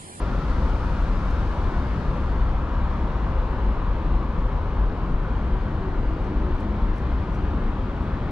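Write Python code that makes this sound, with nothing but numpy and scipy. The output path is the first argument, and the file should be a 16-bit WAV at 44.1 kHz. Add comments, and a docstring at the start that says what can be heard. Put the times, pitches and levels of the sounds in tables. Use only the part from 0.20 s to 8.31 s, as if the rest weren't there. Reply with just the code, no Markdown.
"""A deep steady rumble and the roar of far tyres: city traffic heard from a sheltered yard.
One car's hiss recedes in the first seconds; a far engine drones up in the second half.
Close to the microphones a cat faintly licks a steel dish.
Traffic is shaped noise plus wavering tones; each lick is a burst of ticks through steel resonances."""
import sys
import numpy as np
from scipy import signal
from scipy.fft import rfft, irfft, next_fast_len
from scipy.io import wavfile
from scipy.ndimage import uniform_filter1d, map_coordinates

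SR = 44100
rng = np.random.default_rng(int(sys.argv[2]) if len(sys.argv) > 2 else 0)


def master_out(mix):
    """Clip the mix to full scale and print it as 16-bit PCM to the path in sys.argv[1]."""
    frames = np.transpose(np.atleast_2d(mix))
    ceiling = np.clip(frames, -1, 1)
    pcm = np.round(ceiling * 32767).astype(np.int16)
    wavfile.write(sys.argv[1], SR, pcm)


N = 357651


def amp(db):
    """Decibels to gain."""
    return 10 ** (np.asarray(db) / 20)


def unit(x):
    """Scaled to rms 1."""
    return x / np.sqrt(np.mean(x ** 2) + 1e-20)


def along(points, hz):
    """(Hz, value) points read on a log axis."""
    f, v = np.transpose(points)
    return np.interp(np.log(hz + 1), np.log(f + 1), v)


def curves(rows):
    """One value per sample for each column after the time."""
    s, *cols = np.transpose(rows)
    return [np.interp(np.arange(N) / SR, s, c) for c in cols]


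def wobble(knots_per_s):
    """A smooth random curve through normally distributed knots."""
    knots = rng.standard_normal(int(N * knots_per_s / SR) + 4)
    return map_coordinates(knots, [np.arange(N) * knots_per_s / SR])


def swell(centre_s, length_s):
    """A bell-shaped envelope, down to exp(-2) at length_s either side of its centre."""
    return np.exp(-2 * ((np.arange(N) / SR - centre_s) / length_s) ** 2)


def filtered(x, response):
    """x through a complex response, given as a function of frequency in Hz."""
    m = next_fast_len(N + SR // 2)
    spectrum = rfft(x, m) * response(np.fft.rfftfreq(m, 1 / SR))
    return irfft(spectrum, m)[..., :N]


def even(x, seconds):
    """x with its chance swells slower than seconds evened out."""
    power = uniform_filter1d(np.mean(x ** 2, axis=0), size=max(int(seconds * SR), 8))
    return x / np.sqrt(np.abs(power) + 1e-9)


def rush(spectrum, patchy_db):
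    """Street noise with drifting patches of gain, as the two microphones get it."""
    # Each row: frequency in Hz, likeness between the microphones (0 to 1).
    alike = [(60, 1), (200, .99), (350, 0.96), (520, 0.95), (900, 0.85), (1400, 0.84), (2000, .69),
             (3000, .72), (4200, .45), (5200, .1), (10000, .05)]
    # Each row: frequency in Hz, left minus right in dB.
    tilt = [(30, 2.5), (90, 2), (170, 1), (350, 2), (700, 1.3), (1250, 3), (2000, 3), (2700, 4.7),
            (4000, 4), (5800, 1), (7000, 5), (8200, 5), (9400, -2), (10200, -0.5), (13000, -2)]
    # Each row: frequency in Hz, phase lead of the left in radians.
    lead = [(30, 0.18), (90, -0.12), (200, -0.098), (450, -0.26), (1000, -0.39), (1800, -0.82),
            (3000, -.93), (5000, -0.11)]
    z = signal.stft(rng.standard_normal((2, N)), nperseg=1024)[2]
    field = uniform_filter1d(rng.standard_normal(z.shape[1:]), size=4, axis=0)
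    field = uniform_filter1d(field, size=16, axis=1)
    pair = signal.istft(z * amp(patchy_db * unit(field)), nperseg=1024)[1][:, :N]

    def mid_side(hz):
        # long waves reach both microphones alike, short ones do not
        turn = np.arccos(np.clip(along(alike, hz), -1, .9995)) / 2
        return amp(along(spectrum, hz)) * [np.cos(turn), np.sin(turn)]

    half = np.array([[.5], [-.5]])

    def left_right(hz):
        # mostly louder and later at the left
        return amp(half * along(tilt, hz)) * np.exp(1j * half * along(lead, hz))

    mid, side = filtered(pair, mid_side)
    ears = filtered(np.array([mid + side, mid - side]), left_right)
    return ears / np.std(ears.mean(axis=0))


def blurred(phase, smear_rad):
    """A tone over many paths of changing length: its level flutters and its phase wanders."""
    flutter, slow_over_fast = .4, 1.6
    wander = smear_rad * (wobble(22) + slow_over_fast * wobble(5))
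    return unit(1 + flutter * wobble(20)) * np.sin(phase + wander)


def rumble():
    """Heavy engines merge into a deep rumble that slowly ebbs; lighter ones into a steady low wash."""
    # Heavy engines. Each row: frequency in Hz, relative spectral level in dB.
    deep_spectrum = [(8, -36.5), (16, -10.5), (33, 1), (42, .5), (52, 0), (62, -4.5), (76, -13),
                     (100, -22.5), (150, -48), (400, -120)]
    # Lighter engines. Each row: frequency in Hz, relative spectral level in dB.
    wash_spectrum = [(35, -15.5), (52, -3), (64, 1.5), (80, 4), (100, 1.5), (130, -1), (160, -1.5),
                     (220, -4), (290, -8), (400, -11), (520, -17.5), (700, -24.5), (1500, -120)]
    # Lighter engines. Each row: time in seconds, level in dB.
    wash_levels = [(0, -29.5), (1.8, -28.5), (2.8, -30), (3.9, -30), (5.1, -29.5), (6.4, -30), (7.3, -29.5),
                   (8.1, -29)]
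    start_db, ebb_db_per_s = -24.5, 0.5
    deep_db = start_db - ebb_db_per_s * np.arange(N) / SR
    # so many engines overlap that longer swells even out
    deep = amp(deep_db) * even(rush(deep_spectrum, patchy_db=-2.5), seconds=.16)
    wash_db, = curves(wash_levels)
    wash = amp(wash_db) * even(rush(wash_spectrum, patchy_db=1.0), seconds=.25)
    return deep + wash


def surges():
    """Each heavy vehicle swells up as a throbbing band of noise round its own exhaust note."""
    # Each row: centre in seconds, swell length in seconds, note in Hz, level in dB.
    vehicles = [(0.3, 0.24, 145, -34.5), (0.38, 0.21, 62.03, -24.5), (0.522, 0.13, 44, -21),
                (0.88, .2, 44, -23.5), (1.095, 0.089, 52, -22.5), (1.27, 0.21, 60, -23.5),
                (1.557, 0.14, 38, -25.5), (1.85, 0.18, 155, -33.5), (2.05, 0.13, 49, -22),
                (2.313, 0.19, 43, -21), (2.72, 0.2, 49, -23.5), (2.922, 0.18, 340.5, -42.5),
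                (3.13, 0.19, 44, -21.5), (3.332, 0.077, 42, -22.5), (3.475, 0.079, 42, -20),
                (3.724, 0.13, 38, -25), (3.945, 0.11, 45, -19), (4.24, 0.17, 40, -24),
                (4.26, .2, 529, -43.5), (4.388, 0.092, 62, -24.5), (4.648, 0.12, 39, -20),
                (4.947, 0.099, 34, -20.5), (5.267, 0.24, 60, -26), (5.34, .17, 36, -25.5),
                (5.68, .16, 158.1, -35), (5.82, 0.16, 30, -24.5), (6.207, 0.21, 48, -23),
                (6.56, .13, 58.87, -26.5), (6.68, .14, 39.1, -21), (7.27, 0.19, 68, -26),
                (7.473, 0.12, 47, -24.5), (7.62, 0.11, 84, -29)]
    throb_knots_per_s, left_minus_right_db = 42, 2.2
    t = np.arange(N) / SR
    pair = np.array([wobble(throb_knots_per_s), wobble(throb_knots_per_s)])
    a, b = even(pair, seconds=.06)  # longer beats even out
    throb, wander = np.hypot(a, b), np.arctan2(b, a)
    notes = 0
    for s, length_s, hz, db in vehicles:
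        notes += amp(db) * swell(s, length_s) * np.sin(2 * np.pi * hz * t + wander)
    return throb * notes * amp(left_minus_right_db * np.array([[.5], [-.5]]))


def tyres():
    """Far tyres roar near 1 kHz, a few cars pass among them, and a nearer one recedes."""
    # Each row: time in seconds, steady roar level in dB, passing cars level in dB.
    traffic = [(0, -37, -43), (1.5, -36.5, -45), (2.4, -37.5, -43), (3.2, -37.5, -41.5),
               (4.3, -38.5, -42.5), (5.1, -38.5, -46.5), (6.5, -38, -57), (8.1, -37.5, -61.5)]
    # Receding car. Each row: time in seconds, hiss level in dB.
    car = [(0.1, -56), (.45, -55), (1.15, -57), (2, -59.5), (2.4, -68), (3, -65.5), (3.7, -77.5),
           (8.1, -89)]
    # Three spectra. Each row: frequency in Hz, relative spectral level in dB.
    roar_spectrum = [(100, -56.5), (380, -12), (510, 0), (610, -3), (820, -2.5), (960, -0.5), (1380, -5),
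                     (1620, -9), (1950, -14.5), (3200, -21.5), (4200, -27), (5200, -34), (6000, -37),
                     (7900, -47), (9000, -47), (12000, -68.5), (16000, -120)]
    tread_spectrum = [(300, -40), (520, 1.5), (620, -8), (820, -4), (910, 0.5), (1020, 1), (1250, -7.5),
                      (1550, -17.5), (2400, -37.5), (5000, -120)]
    hiss_spectrum = [(500, -39), (1400, 6.5), (2200, 0.5), (4400, 2.5), (6000, -3.5), (7900, -13),
                     (8900, -11), (10300, -16), (11500, -24), (13500, -25.5), (16000, -58.5)]
    roar_db, passing_db = curves(traffic)
    roar = amp(roar_db + 0.18 * wobble(7)) * rush(roar_spectrum, patchy_db=1.14)
    passing = amp(passing_db) * rush(tread_spectrum, patchy_db=1)
    # air soaks up the treble, so only the nearer car hisses
    hiss_db, = curves(car)
    hiss = amp(hiss_db) * rush(hiss_spectrum, patchy_db=1.5)
    return roar + passing + hiss


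def passing_car():
    """The tyres of one car sing in a broad band that sinks in pitch as it goes by."""
    # Each row: time in seconds, band centre in Hz, level in dB.
    going_by = [(0, 1330, -48), (.7, 1310, -45.5), (1.8, 1230, -48.5), (3.2, 1151, -46), (4.2, 1018, -45),
                (4.9, 950, -51.5), (5.6, 920, -66)]
    band_knots_per_s, left_minus_right_db, side_over_mid = 330, 1, 0.31
    centre_hz, level_db = curves(going_by)
    phase = 2 * np.pi * np.cumsum(centre_hz) / SR

    def band():
        return wobble(band_knots_per_s) * np.sin(phase) + wobble(band_knots_per_s) * np.cos(phase)

    mid, side = band(), band()
    ears = np.array([[1], [-1]])
    return amp(level_db + ears * left_minus_right_db / 2) * unit(mid + ears * side_over_mid * side)


def engine():
    """A far vehicle pulls away: a low exhaust growl and a slowly sinking hum, blurred by street echoes."""
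    # Exhaust growl. Each row: time in seconds, level in dB.
    growl_levels = [(4.8, -68), (5.4, -54), (5.7, -50), (6.3, -36), (6.8, -48), (7.4, -41.5), (8.1, -39)]
    # Exhaust growl. Each row: frequency in Hz, relative spectral level in dB.
    growl_spectrum = [(50, -58.5), (88, -2), (135, -18), (220, 1.5), (290, -7), (360, -2.5), (460, -10),
                      (700, -37.5), (1500, -120)]
    # Each row: time in seconds, firing rate in Hz, hum level in dB before the orders' own.
    hum = [(5, 53.64, -54), (5.3, 52.87, -43), (5.75, 52.1, -45), (6.2, 51.7, -38.5), (6.55, 51.77, -42),
           (7.1, 51.36, -40.5), (7.6, 50.96, -45), (8.1, 50.76, -44)]
    # Each row: multiple of the firing rate, level in dB relative to the hum.
    orders = [(4, -3), (6, 0), (7, -3)]
    # Louder exhaust notes out of the hum.
    # Each row: centre in seconds, pitch there in Hz, glide in Hz per s, swell length in seconds,
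    # level in dB before the ear gains.
    drones = [(5.646, 378.8, 129, 0.17, -36), (6.271, 367.7, -31, 0.18, -35.5), (6.194, 292, 20, 0.15, -36),
              (6.531, 209, 44, 0.14, -30.5), (6.598, 243.4, 0, .17, -32), (6.91, 59, 0, 0.15, -20),
              (7.28, 228, 45.5, 0.22, -32.5), (7.501, 199.6, 0, 0.081, -29), (7.87, 242.3, 29, 0.24, -33),
              (7.92, 208, -19, .16, -36.5)]
    waver_rad, waver_knots_per_s = 0.44, 12
    growl_db, = curves(growl_levels)
    growl = amp(growl_db) * rush(growl_spectrum, patchy_db=3.5)
    t = np.arange(N) / SR
    firing_hz, hum_db = curves(hum)
    firing_phase = 2 * np.pi * np.cumsum(firing_hz) / SR
    harmonics = sum(amp(db) * blurred(round(k) * firing_phase, smear_rad=0.32) for k, db in orders)
    notes = amp(hum_db) * harmonics
    waver = waver_rad * wobble(waver_knots_per_s)
    for s, hz, glide_hz_per_s, length_s, db in drones:
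        cycles = hz * (t - s) + .5 * glide_hz_per_s * (t - s) ** 2
        tone = blurred(2 * np.pi * cycles + waver, smear_rad=0.45)
        notes += amp(db) * swell(s, length_s) * tone
    # left and right gains in dB
    return growl + notes * amp([[.9], [-.9]])


def squeal():
    """Thin far squeals, perhaps brakes: tones in short bursts, their pitch smeared by echoes."""
    # Each row: centre in seconds, pitch in Hz, swell length in seconds, level in dB.
    bursts = [(2.545, 5400, .035, -69.5), (2.71, 5380, .04, -68.5), (2.79, 5405, .03, -72),
              (2.96, 5435, .025, -69.5), (5.72, 1433, 0.1, -53), (6.3, 1430, .1, -52),
              (6.65, 908, .09, -48), (7.17, 1430, .11, -53)]
    t = np.arange(N) / SR
    tones = 0
    for s, hz, length_s, db in bursts:
        tones += amp(db) * swell(s, length_s) * np.sin(2 * np.pi * hz * t + .7 * wobble(70))
    return tones


def drip():
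    """Tiny bubbles ring as the tongue leaves the wet dish: one small chirp inside a strong lick."""
    # Each row: bubble pitch in Hz, level in dB.
    bubbles = [(5200, -68), (5900, -73), (7650, -75)]
    t = np.arange(N) / SR
    chirp = sum(amp(db) * np.sin(2 * np.pi * hz * t + wobble(250)) for hz, db in bubbles)
    return swell(centre_s=7.147, length_s=.018) * chirp


def licks():
    """The tongue's barbs rasp the dish: each stroke is an uneven clump of tiny ticks that ring the steel."""
    # Each row: centre in seconds, level in dB, swell length in seconds, treble lift in dB.
    strokes = [(0.498, -65.5, 0.011, -0.5), (1.107, -65.5, 0.02, 0.5), (4.203, -74.5, .035, -6),
               (4.912, -74, .04, -6), (6.046, -71.5, .04, -2), (6.358, -70.5, .025, -1.5),
               (6.41, -68.5, .045, -0.5), (6.778, -68, .042, 1), (6.934, -72.5, 0.012, -3),
               (7.147, -66.5, 0.031, 0.5), (7.498, -77, .025, -2.5), (7.83, -71, .035, -1.5)]
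    # Each row: frequency in Hz, relative level of the bare ticks in dB.
    tongue = [(1500, -19), (3500, -4), (5500, 5), (7500, -4), (9500, -7), (12500, -9), (14000, -14.5)]
    # Wet steel resonances. Each row: frequency in Hz, width in Hz, relative level in dB.
    dish = [(5200, 180, 0), (5900, 200, 4.5), (6850, 250, -0.5), (7650, 250, 0), (9100, 300, 0),
            (10200, 250, -5.5)]
    grip_db, grip_knots_per_s, barbs_per_s = 3.6, 300, 3200
    treble_hz = 8000  # a wetter stroke is brighter above this
    tail_t60_s, tail_db = .12, -8

    def tongue_on_steel(f):
        steel = sum(amp(db) * 1j * f * w / (hz * hz - f * f + 1j * f * w) for hz, w, db in dish)
        return amp(along(tongue, f)) + steel

    grip = unit(amp(grip_db * wobble(grip_knots_per_s)))  # the tongue catches and slips
    hits = rng.random(N) < barbs_per_s / SR
    # common polarity plus a little that differs between the ears
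    kicks = np.sign(rng.standard_normal(N)) + .3 * rng.standard_normal((2, N))
    ticks = unit(filtered(grip * hits * kicks, tongue_on_steel))
    treble = filtered(ticks, lambda f: 1 - 1 / (1 + (f / treble_hz) ** 10))
    rasp = 0
    for s, db, length_s, lift_db in strokes:
        rasp += amp(db) * swell(s, length_s) * (ticks + (amp(lift_db) - 1) * treble)
    # scatter off wall and ground
    t = np.arange(SR // 4) / SR
    tail = amp(-60 * t / tail_t60_s) * rng.standard_normal((2, len(t)))
    scatter = signal.fftconvolve(rasp, tail / np.linalg.norm(tail[0]), axes=1)[:, :N]
    return rasp + amp(tail_db) * scatter


def scene():
    """The street behind, the cat in front."""
    street = rumble() + surges() + tyres() + passing_car() + engine() + squeal()
    return street + drip() + licks()


def record(dry):
    """Band limit: nothing passes from 14 kHz up."""
    return filtered(dry, lambda hz: hz < 14000)


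dry = scene()
out = record(dry)
master_out(out)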